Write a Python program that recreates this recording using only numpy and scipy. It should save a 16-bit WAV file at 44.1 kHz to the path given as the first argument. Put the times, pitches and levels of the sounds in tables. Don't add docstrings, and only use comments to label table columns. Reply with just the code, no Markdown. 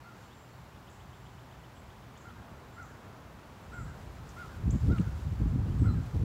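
import sys
import numpy as np
from scipy import signal
from scipy.fft import rfft, irfft
from scipy.io import wavfile
from scipy.ndimage import uniform_filter1d

SR = 44100
rng = np.random.default_rng(int(sys.argv[2]) if len(sys.argv) > 2 else 0)


def put_to_file(sound):
    columns = np.atleast_2d(sound).T
    safe = np.clip(columns, -1, 1)
    whole_steps = np.round(safe * 32767)
    wavfile.write(sys.argv[1], SR, whole_steps.astype(np.int16))


N = 275184
TIME = np.arange(N) / SR


def amp(db):
    return 10 ** (np.asarray(db) / 20)


def unit(x):
    return x / np.sqrt(np.mean(x ** 2) + 1e-20)


def noise():
    return rng.standard_normal(N)


def tone(hz):
    phase = 2 * np.pi * np.cumsum(hz) / SR
    return np.sqrt(2) * np.sin(phase)


def curve(rows):
    times, levels = np.transpose(rows)
    return np.interp(TIME, times, levels)


def swells(rows):
    power = sum(amp(db) ** 2 * np.exp(-((TIME - peak_s) / half_s) ** 2) for peak_s, db, half_s in rows)
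    return np.sqrt(power + 1e-14)


def colour(x, points):
    hz, db = np.transpose(points)
    octave = np.log2(np.fft.rfftfreq(N, 1 / SR) + 1)
    known = np.log2(hz + 1)
    octaves_outside = abs(octave - np.clip(octave, known[0], known[-1]))
    gain = amp(np.interp(octave, known, db) - 9.6 * octaves_outside)
    return unit(irfft(rfft(x) * gain, N))


def drift(rate_hz, size=N):
    f = np.fft.rfftfreq(N, 1 / SR)
    slow = irfft(rfft(noise()) / (1 + (f / rate_hz) ** 4), N)
    return unit(slow)[:size]


def add(mix, start_s, sound):
    part = mix[max(round(start_s * SR), 0):][:len(sound)]
    part += sound[:len(part)]


def garden(x, t60):
    t = TIME[:SR]
    echoes = rng.standard_normal(SR) * (rng.random(SR) < .1)
    build_up = 1 - np.exp(-t / 0.0055)
    tail = echoes * amp(-60 * t / t60) * build_up
    return signal.fftconvolve(x, tail / np.linalg.norm(tail))[:N]


def distant(x, wet_db, t60):
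    return x + amp(wet_db) * garden(x, t60)


# (frequency [Hz], relative level [dB per Hz])
AIR_COLOUR = [(35, -21), (60, -1), (129, -5), (156, -4.5), (259, -9.5), (291, -11.5), (403, -12.5),
              (443, -15.5), (910, -11.5), (2100, -22), (3190, -27), (5450, -32), (7540, -34.5),
              (8670, -39.5), (15500, -39)]
# (time [s], level [dB])
ROAD_LEVEL = [(0, -67.5), (1.9, -63.5), (2.5, -57), (6.24, -55.5)]


def background(air_db=-53, swell_db=0.78, throb_db=2.0):
    air = amp(air_db) * colour(noise(), AIR_COLOUR)
    bass = signal.sosfilt(signal.butter(2, 300, fs=SR, output="sos"), air)
    throb = amp(throb_db * drift(4.6)) - 1
    tyres = colour(noise(), [(200, 1.5), (350, -1), (600, -2.5), (950, -4.0), (1400, -6), (2200, -18)])
    road = amp(curve(ROAD_LEVEL) + swell_db * drift(4.7))
    return air + bass * throb + road * tyres


# (time [s], level [dB])
DRONE_LEVEL = [(0, -60.5), (2.1, -59.5), (2.6, -67.5), (6.24, -64)]


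def drone(hz=124, waver=0.026, fade_db=2):
    firing = tone(hz * (1 + waver * drift(12.7)))
    return amp(curve(DRONE_LEVEL) + fade_db * drift(4.7)) * firing


# (time of the peak [s], level [dB], half-width [s])
WHINE_SPELLS = [(.42, -76, 0.18), (1.25, -79, .22), (2.75, -79.5, .15), (4.9, -80.5, 0.95),
                (6.0, -78, 0.083)]


def insect(hz=7335, waver=0.0064, flicker_db=3):
    whine = tone(hz * (1 + waver * drift(90)))
    return swells(WHINE_SPELLS) * amp(flicker_db * drift(25)) * whine


def notes(rows, waver, waver_hz, bow=0.98):
    out, shake = np.zeros(N), drift(waver_hz)
    for start_s, length_s, db, from_hz, to_hz in rows:
        share = np.arange(0, length_s, 1 / SR) / length_s
        glide = from_hz + (to_hz - from_hz) * share ** bow
        note_shake = shake[max(round(start_s * SR), 0):][:len(share)]
        note = tone(glide * (1 + waver * note_shake))
        add(out, start_s, amp(db) * note * signal.windows.tukey(len(share), .5))
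    return out


# (start [s], length [s], level [dB], from [Hz], to [Hz])
WHISTLE_NOTES = [(.26, .05, -73, 2700, 3150), (.305, 0.038, -66.5, 3100, 3850), (0, .08, -77, 4370, 4300),
                 (.19, .12, -78, 4370, 4370), (.5, .08, -77, 4370, 4370), (5.66, 0.09, -69.5, 2660, 3360),
                 (5.862, 0.1, -63.5, 4100, 4030)]


def whistles():
    return distant(notes(WHISTLE_NOTES, waver=0.003, waver_hz=120), wet_db=-11, t60=.4)


# (start [s], length [s], level [dB], from [Hz], to [Hz])
LISP_NOTES = [(1.74, 0.075, -74.5, 7560, 7600), (2.72, 0.073, -77, 7400, 7350),
              (3.728, 0.037, -66.5, 8000, 7300), (3.745, .125, -71, 7240, 7120),
              (3.75, 0.112, -75, 7800, 7900), (5.783, 0.041, -68, 8160, 7480),
              (5.815, 0.065, -72, 7750, 7800)]


def lisps():
    return distant(notes(LISP_NOTES, waver=0.015, waver_hz=350), wet_db=-0.5, t60=0.56)


def trill(count=14, low_hz=2850, high_hz=4000, slur_s=0.028, uneven_db=1.0):
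    start_s, step_s, slowing_s = .74, .1265, .00015
    middle_db, ends_db = -65.5, -2.5
    slurs = []
    for k in range(count):
        slur_start_s = start_s + step_s * k + slowing_s * k ** 2
        length_s = slur_s * rng.uniform(0.75, 1.2)
        from_middle = 2 * k / (count - 1) - 1
        db = middle_db + ends_db * from_middle ** 2 + uneven_db * rng.standard_normal()
        slurs.append((slur_start_s, length_s, db, low_hz, high_hz))
    return distant(notes(slurs, waver=0.016, waver_hz=200, bow=1.8), wet_db=-3.5, t60=0.56)


# (start [s], length [s], level [dB], from [Hz], to [Hz])
CHIP_NOTES = [(0.898, 0.0073, -64, 5980, 8500), (2.174, 0.008, -62, 5880, 8140),
              (2.826, 0.008, -61, 5200, 8250), (4.705, 0.0081, -48, 5600, 8370),
              (4.714, 0.0086, -56, 6570, 7700), (4.725, 0.0062, -57, 6400, 8200)]


def chips(scatter_db=-59):
    direct = notes(CHIP_NOTES, waver=.004, waver_hz=500)
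    thrown = [(start_s, length_s, scatter_db, from_hz, to_hz)
              for start_s, length_s, _, from_hz, to_hz in CHIP_NOTES]
    return direct + garden(notes(thrown, waver=0.0091, waver_hz=500), t60=0.6)


# (start [s], length [s], level before shaping [dB], top pitch before flutter [Hz])
CAW_CALLS = [(0.039, 0.099, -55, 718), (2.236, 0.093, -54.5, 711), (2.761, .1, -49.5, 713),
             (3.716, 0.12, -48, 729), (4.36, 0.11, -47.5, 725), (4.891, .103, -47, 711.4),
             (5.837, 0.084, -48, 699)]
# (share of its length [0 to 1], pitch factor [ratio], relative level [dB])
CAW_COURSE = [(0, .86, -8), (.15, .945, -1.5), (.32, 1., 0), (.55, .96, -.5), (.8, .9, -3.5), (1, .845, -8)]
CAW_PARTIAL_LEVELS = [-19, -1, -17.5, -31]


def crow(rasp=0.27, rasp_hz=62):
    out = np.zeros(N)
    course_share, course_pitch, course_db = np.transpose(CAW_COURSE)
    for start_s, length_s, db, top_hz in CAW_CALLS:
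        t = np.arange(0, length_s, 1 / SR)
        share = t / length_s
        flutter = np.sin(2 * np.pi * (rasp_hz * t + rng.random()))
        shake = 1 + .017 * flutter + .02 * drift(200, size=len(t))
        hz = top_hz * np.interp(share, course_share, course_pitch) * shake
        phase = 2 * np.pi * np.cumsum(hz) / SR
        voice = sum(amp(part_db) * np.sin(k * phase) for k, part_db in enumerate(CAW_PARTIAL_LEVELS, 1))
        swell = amp(db + np.interp(share, course_share, course_db)) * signal.windows.tukey(len(t), .15)
        add(out, start_s, unit(voice) * (1 + rasp * flutter) * swell)
    return distant(out, wet_db=-5.5, t60=0.64)


def notes_after_caws(gap_s=.012, length_s=0.09, relative_db=-12.5, from_hz=1750, to_hz=1410):
    falling = [(start_s + caw_s + gap_s, length_s, db + relative_db, from_hz, to_hz)
               for start_s, caw_s, db, _ in CAW_CALLS]
    return distant(notes(falling, waver=.035, waver_hz=180), wet_db=-4.5, t60=0.72)


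# (time of the peak [s], level [dB], half-width [s])
RUSTLE_MOVES = [(.21, -65, .06), (4.0, -64.5, .35), (4.43, -60, .13), (5.0, -60, 0.34), (5.95, -63, 0.61)]
# (frequency [Hz], relative level [dB per Hz])
RUSTLE_SPECTRUM = [(250, 1.5), (400, 12.5), (800, -2.5), (2000, -0.5), (4000, -3), (7000, -7), (10000, -14),
                   (15500, -16)]


def rustle(grains_per_s=9000, patchy_db=1.3):
    grains = noise() * (rng.random(N) < grains_per_s / SR)
    return swells(RUSTLE_MOVES) * amp(patchy_db * drift(12)) * colour(grains, RUSTLE_SPECTRUM)


# (time [s], peak level [dB], centre [Hz], decay [s])
PLASTIC_KNOCKS = [(4.29, -47, 6100, 0.016), (4.352, -58, 9000, .004), (4.921, -47, 4000, 0.0023),
                  (4.961, -53, 4000, 0.0042), (4.9775, -54, 8000, .006), (4.9828, -40.5, 2390, 0.0042),
                  (4.9995, -50, 8000, .0015), (5.0103, -52.5, 3720, .005), (5.0145, -50, 5800, 0.0043)]


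def plastic_clicks(width_octaves=0.53):
    out, t = np.zeros(N), TIME[:SR // 16]
    for start_s, peak_db, centre_hz, decay_s in PLASTIC_KNOCKS:
        edges_hz = centre_hz * 2 ** (np.array([-.5, .5]) * width_octaves)
        band = signal.butter(2, edges_hz, "bandpass", fs=SR, output="sos")
        burst = rng.standard_normal(len(t)) * np.exp(-t / decay_s)
        knock = signal.sosfilt(band, burst)
        add(out, start_s, amp(peak_db) * knock / abs(knock).max())
    return out


# (time [s], level [dB])
BREEZE_LEVEL = [(0, -68), (1.1, -57.5), (2.1, -56), (3.68, -56), (3.93, -47.5), (4.54, -49), (4.66, -32.5),
                (5.2, -38), (5.7, -31.5), (6.04, -33.5), (6.1, -44.5)]
# (time of the peak [s], level [dB], half-width [s])
GUST_SWELLS = [(2.41, -46.5, 0.016), (3.84, -39, 0.06), (4.68, -27, .026), (4.745, -24.5, 0.017),
               (4.84, -27, .014), (4.9, -21.5, 0.03), (5.005, -25, 0.017), (5.075, -33.5, 0.014),
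               (5.135, -33, 0.0082), (5.275, -31, 0.015), (5.33, -28, 0.0093), (5.425, -25, .018),
               (5.468, -25, 0.0096), (5.575, -29, 0.062), (5.82, -22.5, 0.018), (5.88, -24, 0.028),
               (5.975, -29, 0.026), (6.16, -24.5, 0.015), (6.222, -25.5, 0.026)]
# (frequency [Hz], relative level [dB per Hz])
LIGHT_WIND_COLOUR = [(13, -47), (22, -19), (54, 3.5), (108, 2.5), (160, -4.5), (184, -8.5), (450, -31.5),
                     (580, -46), (990, -120)]
# (frequency [Hz], relative level [dB per Hz])
HARD_WIND_COLOUR = [(13, -43), (22, -34), (59, 4), (102, 3.5), (285, -12.5), (371, -25), (454, -24.5),
                    (713, -38.5), (900, -41), (1170, -71), (1980, -120)]


def wind(light_db=-32.0, hard_db=-24, steadiness=0.75, lumpy_db=1.9, lumpy_hz=16):
    eddies_per_s, eddy_half_s, eddy_db = 21, .0017, 6
    breeze = amp(curve(BREEZE_LEVEL) + lumpy_db * drift(lumpy_hz))
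    strength = np.hypot(breeze, swells(GUST_SWELLS))
    # 0 at light_db and below, 1 at hard_db and above
    hard = np.clip((20 * np.log10(strength) - light_db) / (hard_db - light_db), 0, 1)
    flow = noise()
    rumble = (1 - hard) * colour(flow, LIGHT_WIND_COLOUR) + hard * colour(flow, HARD_WIND_COLOUR)
    power = uniform_filter1d(uniform_filter1d(rumble ** 2, size=1500), size=1000)
    steadied = rumble / (abs(power) + 1e-6) ** (steadiness / 2)
    hits = hard * (rng.random(N) < eddies_per_s / SR)
    u = np.arange(-4, 4, 1 / (SR * eddy_half_s))
    eddies = signal.fftconvolve(hits, (1 - 2 * u ** 2) * np.exp(-u ** 2), "same")
    return strength * (steadied + amp(eddy_db) * eddies)


def scene():
    far = background() + drone() + insect()
    birds = whistles() + lisps() + trill() + chips() + crow() + notes_after_caws()
    saw = rustle() + plastic_clicks()
    return (far + birds + saw + wind())[None]


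def record(dry, low_cut_hz=39, edge_hz=15800):
    f = np.fft.rfftfreq(2 * N, 1 / SR) + 1
    low_cut = 1 / np.sqrt(1 + (low_cut_hz / f) ** 8)
    dry = irfft(rfft(dry, 2 * N) * low_cut)[:, :N]
    dry = dry * np.minimum(np.minimum(TIME, TIME[::-1]) / .003, 1)
    band_limit = signal.firwin(511, edge_hz, window=("kaiser", 9), fs=SR)
    return signal.oaconvolve(dry, band_limit[None], "same")


dry = scene()
out = record(dry)
put_to_file(out)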